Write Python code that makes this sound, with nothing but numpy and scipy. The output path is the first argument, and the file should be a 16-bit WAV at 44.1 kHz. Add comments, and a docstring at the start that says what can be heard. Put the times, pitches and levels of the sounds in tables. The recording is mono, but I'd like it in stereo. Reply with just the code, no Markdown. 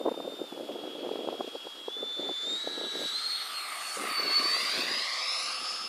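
"""At first gusts slap the two ports of a camera microphone, each by itself, while a breeze blows over a field.
A model jet with an electric ducted fan flies in: the pitch of its whine eases down, then climbs in throttle steps.
It passes low over the grass at about 4.3 s; sines make its whine, coloured noise its intake rush, roar and hiss.
The echo off the ground sweeps a comb of peaks and dips through that noise.
As the jet leaves, its Doppler shift pulls the pitch down and the rumble grows against the wind on the ports."""
import sys
import numpy as np
from scipy import signal
from scipy.fft import rfft, irfft, next_fast_len
from scipy.io import wavfile
from scipy.ndimage import uniform_filter1d

SR = 44100
rng = np.random.default_rng(int(sys.argv[2]) if len(sys.argv) > 2 else 0)


def waveform_to_disk(signal):
    """Save audio, clipped to [-1, 1], as 16-bit WAV at the path in sys.argv[1]."""
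    frames = np.transpose(np.atleast_2d(signal))
    scaled = np.clip(frames, -1, 1) * 32767
    samples = np.round(scaled).astype(np.int16)
    wavfile.write(sys.argv[1], SR, samples)


N = 259616

# time of every sample and of every noise frame (s), and the frequencies within a frame
T = np.arange(N) / SR
FRAME_T = np.arange(N // 128 + 5) * 128 / SR
BIN_HZ = np.fft.rfftfreq(512, 1 / SR)[:, None]

# straight pass at steady speed: speed, distance and time of the closest point
SPEED_M_PER_S, CLOSEST_M, CLOSEST_S = 36.65, 19.35, 4.339
SOUND_M_PER_S, MIC_HEIGHT_M = 343, 1.6

# direction of the jet as the camera follows it: (t/s, lag of the left port/ms)
JET_BEARING = [(0, -0.025), (2.2, -0.031), (3.2, -0.039), (3.55, -0.078), (3.97, -0.11), (4.3, -0.048),
               (4.6, -0.036), (4.85, -0.044), (5.2, -0.038), (5.4, 0.0049), (5.89, 0.017)]


def gain_of(db):
    """Turns decibels into a factor."""
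    return 10 ** (np.asarray(db) / 20)


def evened(x):
    """Scales a signal to an rms of 1."""
    return x / np.sqrt(np.mean(x ** 2) + 1e-20)


def follow(rows, at, axis=1):
    """Reads one column of a table, joined by straight lines."""
    rows = np.array(rows)
    return np.interp(at, rows[:, 0], rows[:, axis])


def read(points, hz):
    """Reads a spectrum, joined by straight lines on a log-frequency axis."""
    f, value = np.transpose(points)
    return np.interp(np.log(hz + 1), np.log(f), value)


def coloured(x, spectrum):
    """Gives a signal a spectrum, at rms 1."""
    hz = np.fft.rfftfreq(len(x), 1 / SR)
    return evened(irfft(rfft(x) * gain_of(read(spectrum, hz)), len(x)))


def wobble(rate_hz):
    """Random drift of rms 1, up to about the given rate."""
    size = next_fast_len(N)
    hz = np.fft.rfftfreq(size, 1 / SR)
    drift = irfft(rfft(rng.standard_normal(size)) / (1 + (hz / rate_hz) ** 2), size)
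    return evened(drift[:N])


def field(level_db=-50.5, shared=0.15):
    """Steady breeze in grass and far trees, with microphone hiss: noise partly the same at both ports."""
    # colour of breeze and hiss together: (f/Hz, level/dB)
    breeze_colour = [(20, -30), (80, -25), (150, -8), (300, 7.5), (800, 8), (1400, 2.5), (2200, -6),
                     (5000, -2.5), (6500, -13), (14500, -16.5)]
    common, *own = [coloured(rng.standard_normal(N), breeze_colour) for _ in range(3)]
    return gain_of(level_db) * evened(shared * common + np.array(own) * .5)


def gusts():
    """Strength of the wind on each port: every gust rises, holds and dies."""
    # gusts over one port, before the shared boost in wind(): (t/s, length/s, level/dB, port 0 left or 1 right)
    gust_list = [(0.028, 0.07, -36, 0), (0.176, 0.16, -36.5, 0), (0.39, 0.046, -34.5, 0),
                 (.47, 0.083, -47, 0), (0.548, 0.097, -40, 0), (0.68, 0.18, -36.5, 0),
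                 (0.883, 0.049, -41, 0), (0.961, 0.028, -37.5, 0), (1.008, 0.34, -36, 0),
                 (1.321, 0.015, -35.5, 1), (1.394, 0.09, -38, 0), (1.538, 0.023, -41.5, 1),
                 (1.655, 0.0093, -38.5, 1), (1.77, 0.04, -44.5, 1), (1.877, 0.011, -46, 1),
                 (2.024, 0.014, -40.5, 0), (1.964, 0.15, -46, 1), (2.189, 0.12, -34.5, 0),
                 (2.435, 0.13, -41, 0), (2.475, 0.019, -42, 1), (2.649, 0.087, -42, 0),
                 (2.762, 0.11, -37, 0), (2.93, 0.11, -41.5, 1), (2.972, 0.082, -40.5, 0),
                 (3.122, 0.021, -48, 1), (3.19, 0.15, -59, 0), (3.55, .06, -72, 0), (3.995, 0.019, -37, 1),
                 (4.016, 0.094, -41, 0), (4.194, 0.11, -39, 1), (4.272, 0.052, -42, 0),
                 (4.382, 0.047, -40, 1), (4.418, 0.27, -45.5, 0), (4.744, 0.083, -40.5, 0),
                 (4.855, 0.059, -41, 0), (4.936, 0.077, -47, 0), (5.43, 0.09, -57, 0),
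                 (5.616, 0.014, -47, 0), (5.726, 0.027, -54, 0), (5.82, 0.044, -51.5, 0)]
    rise_s, fall_s, lull_db = 0.017, 0.013, -85  # the lull is the wind between gusts
    strength = np.full((2, N), gain_of(lull_db))
    for s, length, db, port in gust_list:
        outside = np.maximum(s - T, 0) / rise_s + np.maximum(T - s - length, 0) / fall_s
        strength[round(port)] += gain_of(db) * np.exp(-outside)
    return strength


def wind(gust_db=3.0, lumpy_db=2.5, crackle_db=3.0, buffet_db=0.0, slap=0.68):
    """Lumpy air noise on each port; a hard eddy is a pressure slap in a short flurry, with its own pitch."""
    # colour of wind on a port, thin in the bass: (f/Hz, level/dB)
    wind_colour = [(20, -48), (70, -50), (100, -47), (140, -27), (200, -13.5), (290, 1), (450, 2.5),
                   (620, -3), (850, -13), (1200, -29.5), (2000, -44), (5000, -64)]
    wind_centre_hz = 457.5
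    # colour of the deep rumble under the gusts: (f/Hz, level/dB)
    rumble_colour = [(20, -18), (60, -28), (110, -14), (170, -0.5), (240, 5), (400, -18), (1000, -70)]
    # rumble against the gusts, growing as the camera turns after the jet: (t/s, level/dB)
    rumble_share = [(0, -21), (.7, -24), (2.6, -22), (3.2, -11), (4.2, -15), (4.8, -10.5), (5.7, -3.5)]
    # single hard eddies that strike a port: (t/s, level/dB, length/s, centre f/Hz, port 0 left or 1 right)
    buffets = [(0.004, -26.5, 0.0072, 440, 0), (0.014, -20, 0.0041, 486, 0), (0.055, -22, 0.0062, 580, 0),
               (0.062, -12, 0.0044, 524, 0), (0.077, -14, 0.0064, 490, 0), (0.085, -16.5, 0.0054, 590, 0),
               (0.09, -19, 0.0062, 520, 0), (0.118, -18, 0.0053, 416, 1), (0.144, -27, 0.0049, 480, 1),
               (0.177, -19.5, 0.0022, 507, 0), (0.187, -32, 0.0042, 487, 0), (0.204, -20.5, 0.0036, 465, 0),
               (0.229, -34, 0.003, 430, 0), (0.252, -30, 0.0051, 490, 0), (0.279, -20.5, 0.0048, 490, 0),
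               (0.306, -34, 0.0047, 430, 0), (0.322, -27, 0.0021, 463, 0), (0.42, -23.5, 0.0027, 470, 0),
               (0.526, -22.5, 0.0034, 467, 0), (0.578, -27, 0.0052, 503, 0), (0.599, -24, 0.003, 520, 0),
               (0.61, -23.5, 0.004, 436, 0), (0.634, -25, 0.0024, 420, 0), (0.654, -31, 0.003, 430, 0),
               (0.694, -24.5, 0.0072, 476, 1), (0.709, -28, 0.0077, 472, 0), (0.76, -26, 0.0075, 463, 0),
               (0.791, -28, 0.0027, 500, 0), (0.838, -23.5, 0.0023, 403, 0), (0.868, -37, 0.0062, 438, 0),
               (0.878, -23.5, 0.0034, 460, 0), (0.969, -27.5, 0.0044, 460, 0), (1.031, -28, 0.011, 435, 0),
               (1.049, -19, 0.0012, 566, 0), (1.065, -21, 0.0043, 510, 0), (1.072, -31, 0.0038, 424, 0),
               (1.092, -22, 0.0029, 584, 0), (1.116, -21, 0.0086, 487, 1), (1.137, -26.5, 0.0098, 443, 0),
               (1.159, -17.5, 0.0014, 540, 0), (1.196, -24, 0.0022, 494, 0), (1.21, -23, 0.003, 473, 0),
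               (1.249, -25, 0.0033, 514, 0), (1.276, -18.5, 0.0035, 407, 0), (1.288, -12.5, 0.0015, 550, 0),
               (1.329, -23.5, 0.007, 485, 0), (1.342, -27, 0.003, 480, 0), (1.382, -32, 0.0028, 430, 0),
               (1.4, -23, 0.0029, 430, 0), (1.41, -16, 0.004, 580, 0), (1.447, -24.5, 0.003, 450, 0),
               (1.48, -27.5, 0.0065, 464, 0), (1.557, -27, 0.012, 493, 1), (1.671, -25, 0.0029, 535, 1),
               (1.884, -18, 0.003, 525, 1), (2.034, -27, 0.0074, 427, 1), (2.197, -20.5, 0.0038, 464, 0),
               (2.255, -28, 0.003, 500, 0), (2.293, -22.5, 0.0034, 540, 0), (2.675, -15, 0.002, 476, 0),
               (2.78, -26.5, 0.0024, 500, 0), (2.815, -23, 0.0034, 470, 0), (2.843, -27, 0.0097, 550, 0),
               (2.956, -22, 0.004, 445, 1), (3.018, -28, 0.005, 450, 0), (3.036, -27, 0.004, 480, 0),
               (3.973, -24.5, 0.003, 426, 1), (4.003, -37, 0.0088, 510, 1), (4.043, -29, 0.0041, 517, 0),
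               (4.051, -27, 0.0035, 530, 0), (4.089, -30, 0.0025, 427, 0), (4.198, -25.5, 0.0041, 450, 1),
               (4.259, -28, 0.0045, 440, 1), (4.281, -33, 0.0032, 570, 0), (4.297, -34, 0.0031, 600, 0),
               (4.395, -39, 0.0038, 437, 1), (4.457, -21, 0.0023, 557, 0), (4.567, -29, 0.0037, 590, 0),
               (4.795, -22, 0.003, 457, 0), (4.836, -26.5, 0.0027, 413, 0), (5.006, -38, 0.0047, 430, 0)]

    push = []
    for gust in gusts():
        lumps = gain_of(lumpy_db * wobble(95) + crackle_db * wobble(330))
        push.append(gain_of(gust_db) * gust * evened(rng.standard_normal(N) * lumps))
    depth = gain_of(follow(rumble_share, T))
    out = np.array([np.std(port) * (coloured(port, wind_colour) + depth * coloured(port, rumble_colour))
                    for port in push])
    for s, db, length, centre_hz, port in buffets:
        start = max(round(s * SR) - 2048, 0)
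        t = T[start:][:4096] - s  # time from the middle of the eddy
        window = np.exp(-(t / length) ** 2 * np.pi / 2)
        colour = [(hz * centre_hz / wind_centre_hz, level) for hz, level in wind_colour]
        flurry = coloured(window * rng.standard_normal(len(t)), colour)
        spike = coloured(np.sinc(t * SR), colour)
        eddy = evened(flurry + slap * rng.choice([-1, 1]) * spike)  # the slap pushes or pulls
        eddy *= np.sqrt(np.mean(window ** 2))  # a short eddy carries less energy
        out[round(port), start:start + len(t)] += gain_of(db + buffet_db) * eddy
    return out


def distance(t):
    """Metres from the jet to the camera, on a straight path."""
    return np.hypot(SPEED_M_PER_S * (t - CLOSEST_S), CLOSEST_M)


def spreading_db(t):
    """Loss as sound spreads over distance, relative to the closest point."""
    return 20 * np.log10(CLOSEST_M / distance(t))


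def fan_hz(t):
    """Blade-passing pitch on board: the fan spools toward each new throttle setting."""
    # moves of the throttle stick: (t/s, new blade-passing f/Hz)
    throttle_moves = [(.475, 2980), (.75, 2963), (1.3, 2954), (1.883, 3160), (2.446, 3345), (2.549, 3508),
                      (3.124, 3855), (3.26, 3896), (3.665, 4047), (3.8, 4094), (3.881, 4167), (3.939, 4372),
                      (4.305, 4526), (4.413, 4712), (4.535, 5016), (4.843, 5325), (5.012, 5482),
                      (5.122, 5725)]
    start_hz, spool_s = 3234, .045  # first pitch, and how quickly the fan settles on a setting
    hz, before = start_hz, start_hz
    for s, setting in throttle_moves:
        hz = hz + (setting - before) * (1 - np.exp(-np.maximum(t - s, 0) / spool_s))
        before = setting
    return hz


def heard_hz(t):
    """Blade-passing pitch at the camera: Doppler shift raises it on approach and lowers it after."""
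    receding = SPEED_M_PER_S ** 2 * (t - CLOSEST_S) / distance(t)
    return fan_hz(t) / (1 + receding / SOUND_M_PER_S)


def whistle():
    """A thin motor tone at one throttle setting: a sine that sinks as the throttle rises."""
    # pitch and level of the whistle: (t/s, f/Hz, level/dB)
    whistle_path = [(2.55, 1820, -73), (2.6, 1750, -52), (2.68, 1678, -51.5), (2.87, 1655, -53),
                    (2.97, 1626, -52.5), (3.11, 1630, -51), (3.15, 1423, -69), (3.18, 1410, -75)]
    turn = 2 * np.pi * np.cumsum(follow(whistle_path, T) + 2.2 * wobble(40)) / SR
    sounding = (T > whistle_path[0][0]) & (T < whistle_path[-1][0])
    level_db = follow(whistle_path, T, axis=2) + 0.61 * wobble(24.7)
    return np.sqrt(2) * sounding * gain_of(level_db) * np.sin(turn)


def ground_comb():
    """Direct sound plus its late echo off the grass: some frequencies add up, others cancel."""
    # height of the jet, diving to the grass and easing up again: (t/s, height/m)
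    jet_height = [(0, 8.4), (1.7, 5.2), (2.1, 3.54), (2.5, 2.78), (2.85, 2.59), (3.33, 1.75), (3.48, 1.82),
                  (3.6, 2.26), (3.78, 2.63), (4.15, 3.68), (4.3, 3.76), (4.6, 3.2), (4.8, 3.0),
                  (4.96, 3.03), (5.15, 3.12), (5.32, 3.02), (5.47, 3.01), (5.63, 2.83), (5.89, 3.35)]
    # the echo is inverted when it grazes the grass, nearly upright when steeper: (rise over run, phase lag/rad)
    echo_phase = [(.06, 3.05), (.11, 2.16), (.16, 1.54), (.21, 1.45), (.27, .38)]
    # strength of the ground echo, before the factor below: (f/Hz, share)
    grass_echo = [(200, .38), (1000, .36), (2300, .57), (4500, .42), (8000, .22), (14000, .06)]
    # how cleanly the ground mirrors the jet's noise: (t/s, factor)
    mirror_factor = [(0, .8), (2.2, 1.05), (3.1, 1.15), (3.6, .68), (4.0, .4), (4.3, 1.0), (4.6, 1.2),
                     (4.9, 1.15), (5.3, 1.4), (5.6, 1.0), (5.89, 1.25)]

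    height, metres = follow(jet_height, FRAME_T), distance(FRAME_T)
    echo_s = 2 * MIC_HEIGHT_M * height / metres / SOUND_M_PER_S
    lag = follow(echo_phase, (height + MIC_HEIGHT_M) / metres)
    echo = np.clip(read(grass_echo, BIN_HZ) * follow(mirror_factor, FRAME_T), 0, .9)
    return abs(1 + echo * np.exp(-1j * (2 * np.pi * BIN_HZ * echo_s + lag)))


def airflow(patchy_db=1.25, flicker_db=0.5, rush_follow=0.39, low_cut_hz=230):
    """Exhaust roar, fan rush and jet hiss: shaped noise combed by the ground echo, heard at two ports."""
    # air noise as at the closest distance; the duct beams the rush fore and aft, so it dips abeam:
    # (t/s, rush level/dB, hiss level/dB)
    air_levels = [(0, -37, -33), (1, -31, -47), (1.7, -33, -41.5), (2.05, -34.5, -48.5),
                  (2.56, -29.5, -37.5), (2.82, -30, -42), (3.06, -27.5, -36), (3.38, -28, -41.5),
                  (3.63, -33, -41.5), (3.93, -33, -36.5), (4.25, -37.5, -44), (4.6, -31.5, -38),
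                  (4.85, -28, -38.5), (5.3, -27, -33), (5.48, -28, -33), (5.58, -29.5, -36.5),
                  (5.7, -29, -31.5), (5.89, -32, -37.5)]
    # centre of the exhaust's hollow resonance: (t/s, f/Hz)
    duct_centre = [(0, 1335), (3.1, 1370), (3.7, 1263), (4.12, 1250), (4.5, 1190), (4.85, 1160),
                   (5.4, 1225), (5.89, 1300)]
    # colour of the roar around that centre: (f from the centre/Hz, level/dB)
    roar_colour = [(-1150, -39), (-950, -39), (-550, 2), (-300, -10), (-130, 1), (-47, 9), (27, 6.5),
                   (133, -6), (337, 0), (541, -4.5), (802, 5.5), (1154, -1), (1584, 2.5), (2400, -30),
                   (4000, -71)]
    # share of the roar beamed toward the camera as the jet turns past it: (t/s, level/dB)
    roar_beam = [(0, 3.5), (1.3, 2), (1.9, 1), (2.6, -0.5), (3.3, 1.5), (3.55, 2.5), (3.75, 5), (3.88, 2),
                 (4.1, 3.5), (4.3, 2), (4.55, 1.5), (4.72, -0.5), (4.92, 0.5), (5.12, 0.5), (5.32, 0.5),
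                 (5.89, -2.5)]
    # the roar's upper band, beamed aft: (t/s, level/dB)
    upper_beam = [(0, -2), (2.5, 1), (3.25, -1), (3.6, 0), (3.9, -5), (4.15, 0), (4.55, 3), (5, 0),
                  (5.4, 0.5), (5.89, 1)]
    # colour of the fan rush at mid throttle: (f/Hz, level/dB)
    rush_colour = [(900, -23.5), (2200, -6), (3000, -3), (3600, 2.5), (4200, 2), (4700, 0), (5150, -7),
                   (5700, -17), (6500, -18), (8500, -50)]
    # colour of the jet's hiss: (f/Hz, level/dB)
    hiss_colour = [(2000, -24.5), (5000, 8.5), (6500, 0), (8000, -1.5), (10000, -2), (11500, -8),
                   (13500, -9), (15000, -18.5)]
    # top treble of the hiss, beamed ahead and to the side and lost over distance: (t/s, level at 10 kHz/dB)
    treble_sheen = [(0, 10.5), (2.4, -7), (2.8, -5), (3.05, -2.5), (3.5, 2), (3.95, -2), (4.3, 0.5),
                    (4.65, -1.5), (5, -6), (5.3, -14), (5.89, -11)]
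    # likeness of the noise at the two ports: (f/Hz, likeness 0-1)
    port_likeness = [(200, 1), (3000, 0.86), (6000, 0.76), (10000, 0.28), (14000, 0.04)]
    rush_pitch_hz = 4400  # blade-passing pitch at mid throttle
    roar_mid_db, roar_db_per_octave = -36.5, 15  # roar at that pitch, and its growth with fan speed
    upper_hz, upper_width_hz = 2170, 410

    stretch = (heard_hz(FRAME_T) / rush_pitch_hz) ** rush_follow  # the rush climbs with the heard pitch
    sheen_db = follow(treble_sheen, FRAME_T) * (BIN_HZ / 10000) ** 2
    octaves = np.log2(fan_hz(FRAME_T) / rush_pitch_hz)
    roar_db = roar_mid_db + roar_db_per_octave * octaves + follow(roar_beam, FRAME_T)
    upper_db = follow(upper_beam, FRAME_T) * np.exp(-((BIN_HZ - upper_hz) / upper_width_hz) ** 2)
    roar_shape_db = follow(roar_colour, BIN_HZ - follow(duct_centre, FRAME_T)) + upper_db
    layers = [(roar_shape_db, roar_db),
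              (read(rush_colour, BIN_HZ / stretch), follow(air_levels, FRAME_T)),
              (read(hiss_colour, BIN_HZ) + sheen_db, follow(air_levels, FRAME_T, axis=2))]
    comb = ground_comb()
    power = 0
    for shape_db, level_db in layers:
        shape = (comb * gain_of(shape_db)) ** 2
        power = power + shape / shape.sum(0) * gain_of(level_db + spreading_db(FRAME_T)) ** 2

    # noise for two ports; blurred noise makes it patchy in time and frequency
    a, b, c, d, patches = rng.standard_normal((5,) + power.shape)
    patches = uniform_filter1d(uniform_filter1d(patches, size=9, axis=0), size=14, axis=1)
    patches = evened(patches)
    flicker = np.interp(FRAME_T, T, wobble(32))
    same = np.clip(read(port_likeness, BIN_HZ), 0, 1)
    right = a + 1j * b
    left = same * right + np.sqrt(1 - same ** 2) * (c + 1j * d)
    bearing_s = follow(JET_BEARING, FRAME_T) * 1e-3
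    left = left * np.exp(-2j * np.pi * BIN_HZ * bearing_s)
    frames = np.array([left, right]) * np.sqrt(power) * gain_of(patchy_db * patches + flicker_db * flicker)
    sound = signal.istft(frames, nperseg=512, noverlap=384)[1][:, :N]
    sound = signal.sosfilt(signal.butter(4, low_cut_hz, "high", fs=SR, output="sos"), sound)
    # overall level from the layers; the right port is 1 dB stronger
    return evened(sound) * np.sqrt(power.sum(0).mean()) * gain_of([[-.5], [.5]])


def whine(flutter_db=1.0, jitter_hz=5.13, hum_waver_db=1.5):
    """Blade tone, two harmonics and rotor hum as sines; turbulence shakes them, most near and behind the jet."""
    # whine toward the camera, as at the closest distance:
    # (t/s, level/dB, octave level/dB, third harmonic level/dB, left minus right/dB)
    whine_levels = [(0, -29.5, -55, -60, 0), (.4, -26.5, -51, -64, 1), (.65, -33.5, -58, -76, -4),
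                    (.9, -29, -59, -68, -7.5), (1.86, -30, -65, -70, -4.5), (1.95, -21.5, -56, -68, 0),
                    (2.4, -21.5, -48, -58, -2), (2.53, -19, -36.5, -62, -2), (2.67, -26.5, -53, -73, -3),
                    (3.02, -27.5, -47, -48, -6), (3.34, -27.5, -36, -56, 7), (3.68, -38, -47.5, -58, -2),
                    (4.05, -24.5, -50, -57, 2.5), (4.45, -26.5, -46, -58, 2.5), (4.8, -35, -45, -48, -1),
                    (5.15, -39, -45, -62, 1), (5.31, -26.5, -49.5, -60, -2), (5.39, -28, -43.5, -62, -2),
                    (5.89, -34.5, -50.5, -66, 7)]
    # hum of the slightly unbalanced rotor: (t/s, level/dB)
    shaft_hum = [(0, -80), (3.9, -70), (4.45, -53), (4.8, -62), (5.1, -68), (5.2, -53.5), (5.55, -54.5),
                 (5.89, -59)]
    # smearing of the whine, strong when heard through the jet's wake: (t/s, phase scatter of the blade tone/rad)
    wake_smear = [(0, 0.069), (2.4, 0.0075), (3.2, 0.081), (4.1, 0.18), (4.45, 0.054), (4.7, 0.26),
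                  (5.15, 0.21), (5.35, 0.21), (5.89, 0.14)]
    # brief swells and fades of the blade tone in the moving air: (t/s, length/s, left level/dB, right level/dB)
    swell_list = [(3.064, 0.012, 5, 4), (3.155, 0.014, 8, 5), (3.267, 0.006, 3, 8), (3.287, .007, -7, -7),
                  (3.327, 0.05, 1.5, 9), (3.494, 0.035, -13, -11), (3.598, 0.077, 9, 10),
                  (3.788, 0.014, 6, 2), (3.896, 0.065, -1.5, 5.5), (4.057, 0.063, -14, -10.5),
                  (4.133, 0.01, -14, -14), (4.17, .018, -1.5, -5), (4.203, 0.013, 3.5, 3),
                  (4.219, 0.0093, -30, -10), (4.253, 0.0073, -16, -16), (4.285, 0.014, -0.5, 2),
                  (4.301, 0.0064, -5, -8), (4.368, 0.024, 7.5, 6.5), (4.405, 0.013, -1.5, -11),
                  (4.43, 0.007, -5, -15), (4.541, 0.017, 5, 5.5), (4.59, 0.03, -7, 0),
                  (4.645, 0.0083, -14, -14), (4.727, 0.0068, -7, -5), (4.785, 0.022, -6, -4),
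                  (4.82, 0.0081, 8, 12), (4.847, .015, -2, 0), (4.89, 0.015, -1, -5), (5.053, .02, -1, -5),
                  (4.96, 0.06, 7, 6), (5.125, .035, 6, -14), (5.53, 0.1, -0.5, -23), (5.7, 0.043, 1, 8),
                  (5.862, 0.055, 4, 4)]
    blade_count = 10
    wake_flutter_db, wake_fading_db = 8, 2  # quick flutter and slow fading per radian of wake

    near, wake = CLOSEST_M / distance(T), follow(wake_smear, T)
    hz = heard_hz(T) + jitter_hz * (0.33 + near) * wobble(50.5)
    turn = 2 * np.pi * np.cumsum(hz) / SR
    left_turn = turn - 2 * np.pi * hz * follow(JET_BEARING, T) * 1e-3  # the left port's lag as phase
    port_turn = np.array([left_turn, turn])
    balance_db = np.array([[.5], [-.5]]) * follow(whine_levels, T, axis=4)
    toward_ports = gain_of(spreading_db(T) + balance_db)
    swell_db = sum(np.array([[left], [right]]) * np.exp(-((T - s) / length) ** 2)
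                   for s, length, left, right in swell_list)
    levels = [follow(whine_levels, T) + swell_db,
              follow(whine_levels, T, axis=2), follow(whine_levels, T, axis=3)]

    # the rotor turns once while all its blades pass
    out = gain_of(follow(shaft_hum, T) + hum_waver_db * wobble(22)) * np.sin(port_turn / blade_count)
    for k, db in enumerate(levels, 1):
        scatter = k ** 2.0 * wake * wobble(110)  # short waves are smeared most
        flutter = (flutter_db + wake_flutter_db * wake) * wobble(94)
        flutter += wake_fading_db * wake * wobble(9.3)
        out += toward_ports * gain_of(db + flutter) * np.sin(k * port_turn + scatter)
    return np.sqrt(2) * out


def scene():
    """The jet over the field, and wind on the microphone, added together."""
    return whine() + whistle() + airflow() + field() + wind()


def record(dry):
    """The camera body colours the sound around the ports, and a low-pass filter trims the top treble."""
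    # colour of the camera body around the ports: (f/Hz, level/dB)
    body_colour = [(700, -3), (930, -1.5), (1150, 0.5), (2750, -2), (3030, -3.5), (3330, -3), (4950, -0.5),
                   (5500, -1), (6100, 0), (7200, 2.5)]
    edge_hz = 14700
    heard = irfft(rfft(dry) * gain_of(read(body_colour, np.fft.rfftfreq(N, 1 / SR))), N)
    low_pass = signal.firwin(511, edge_hz, window=("kaiser", 9), fs=SR)
    return signal.oaconvolve(heard, low_pass[None], "same")


dry = scene()
out = record(dry)
waveform_to_disk(out)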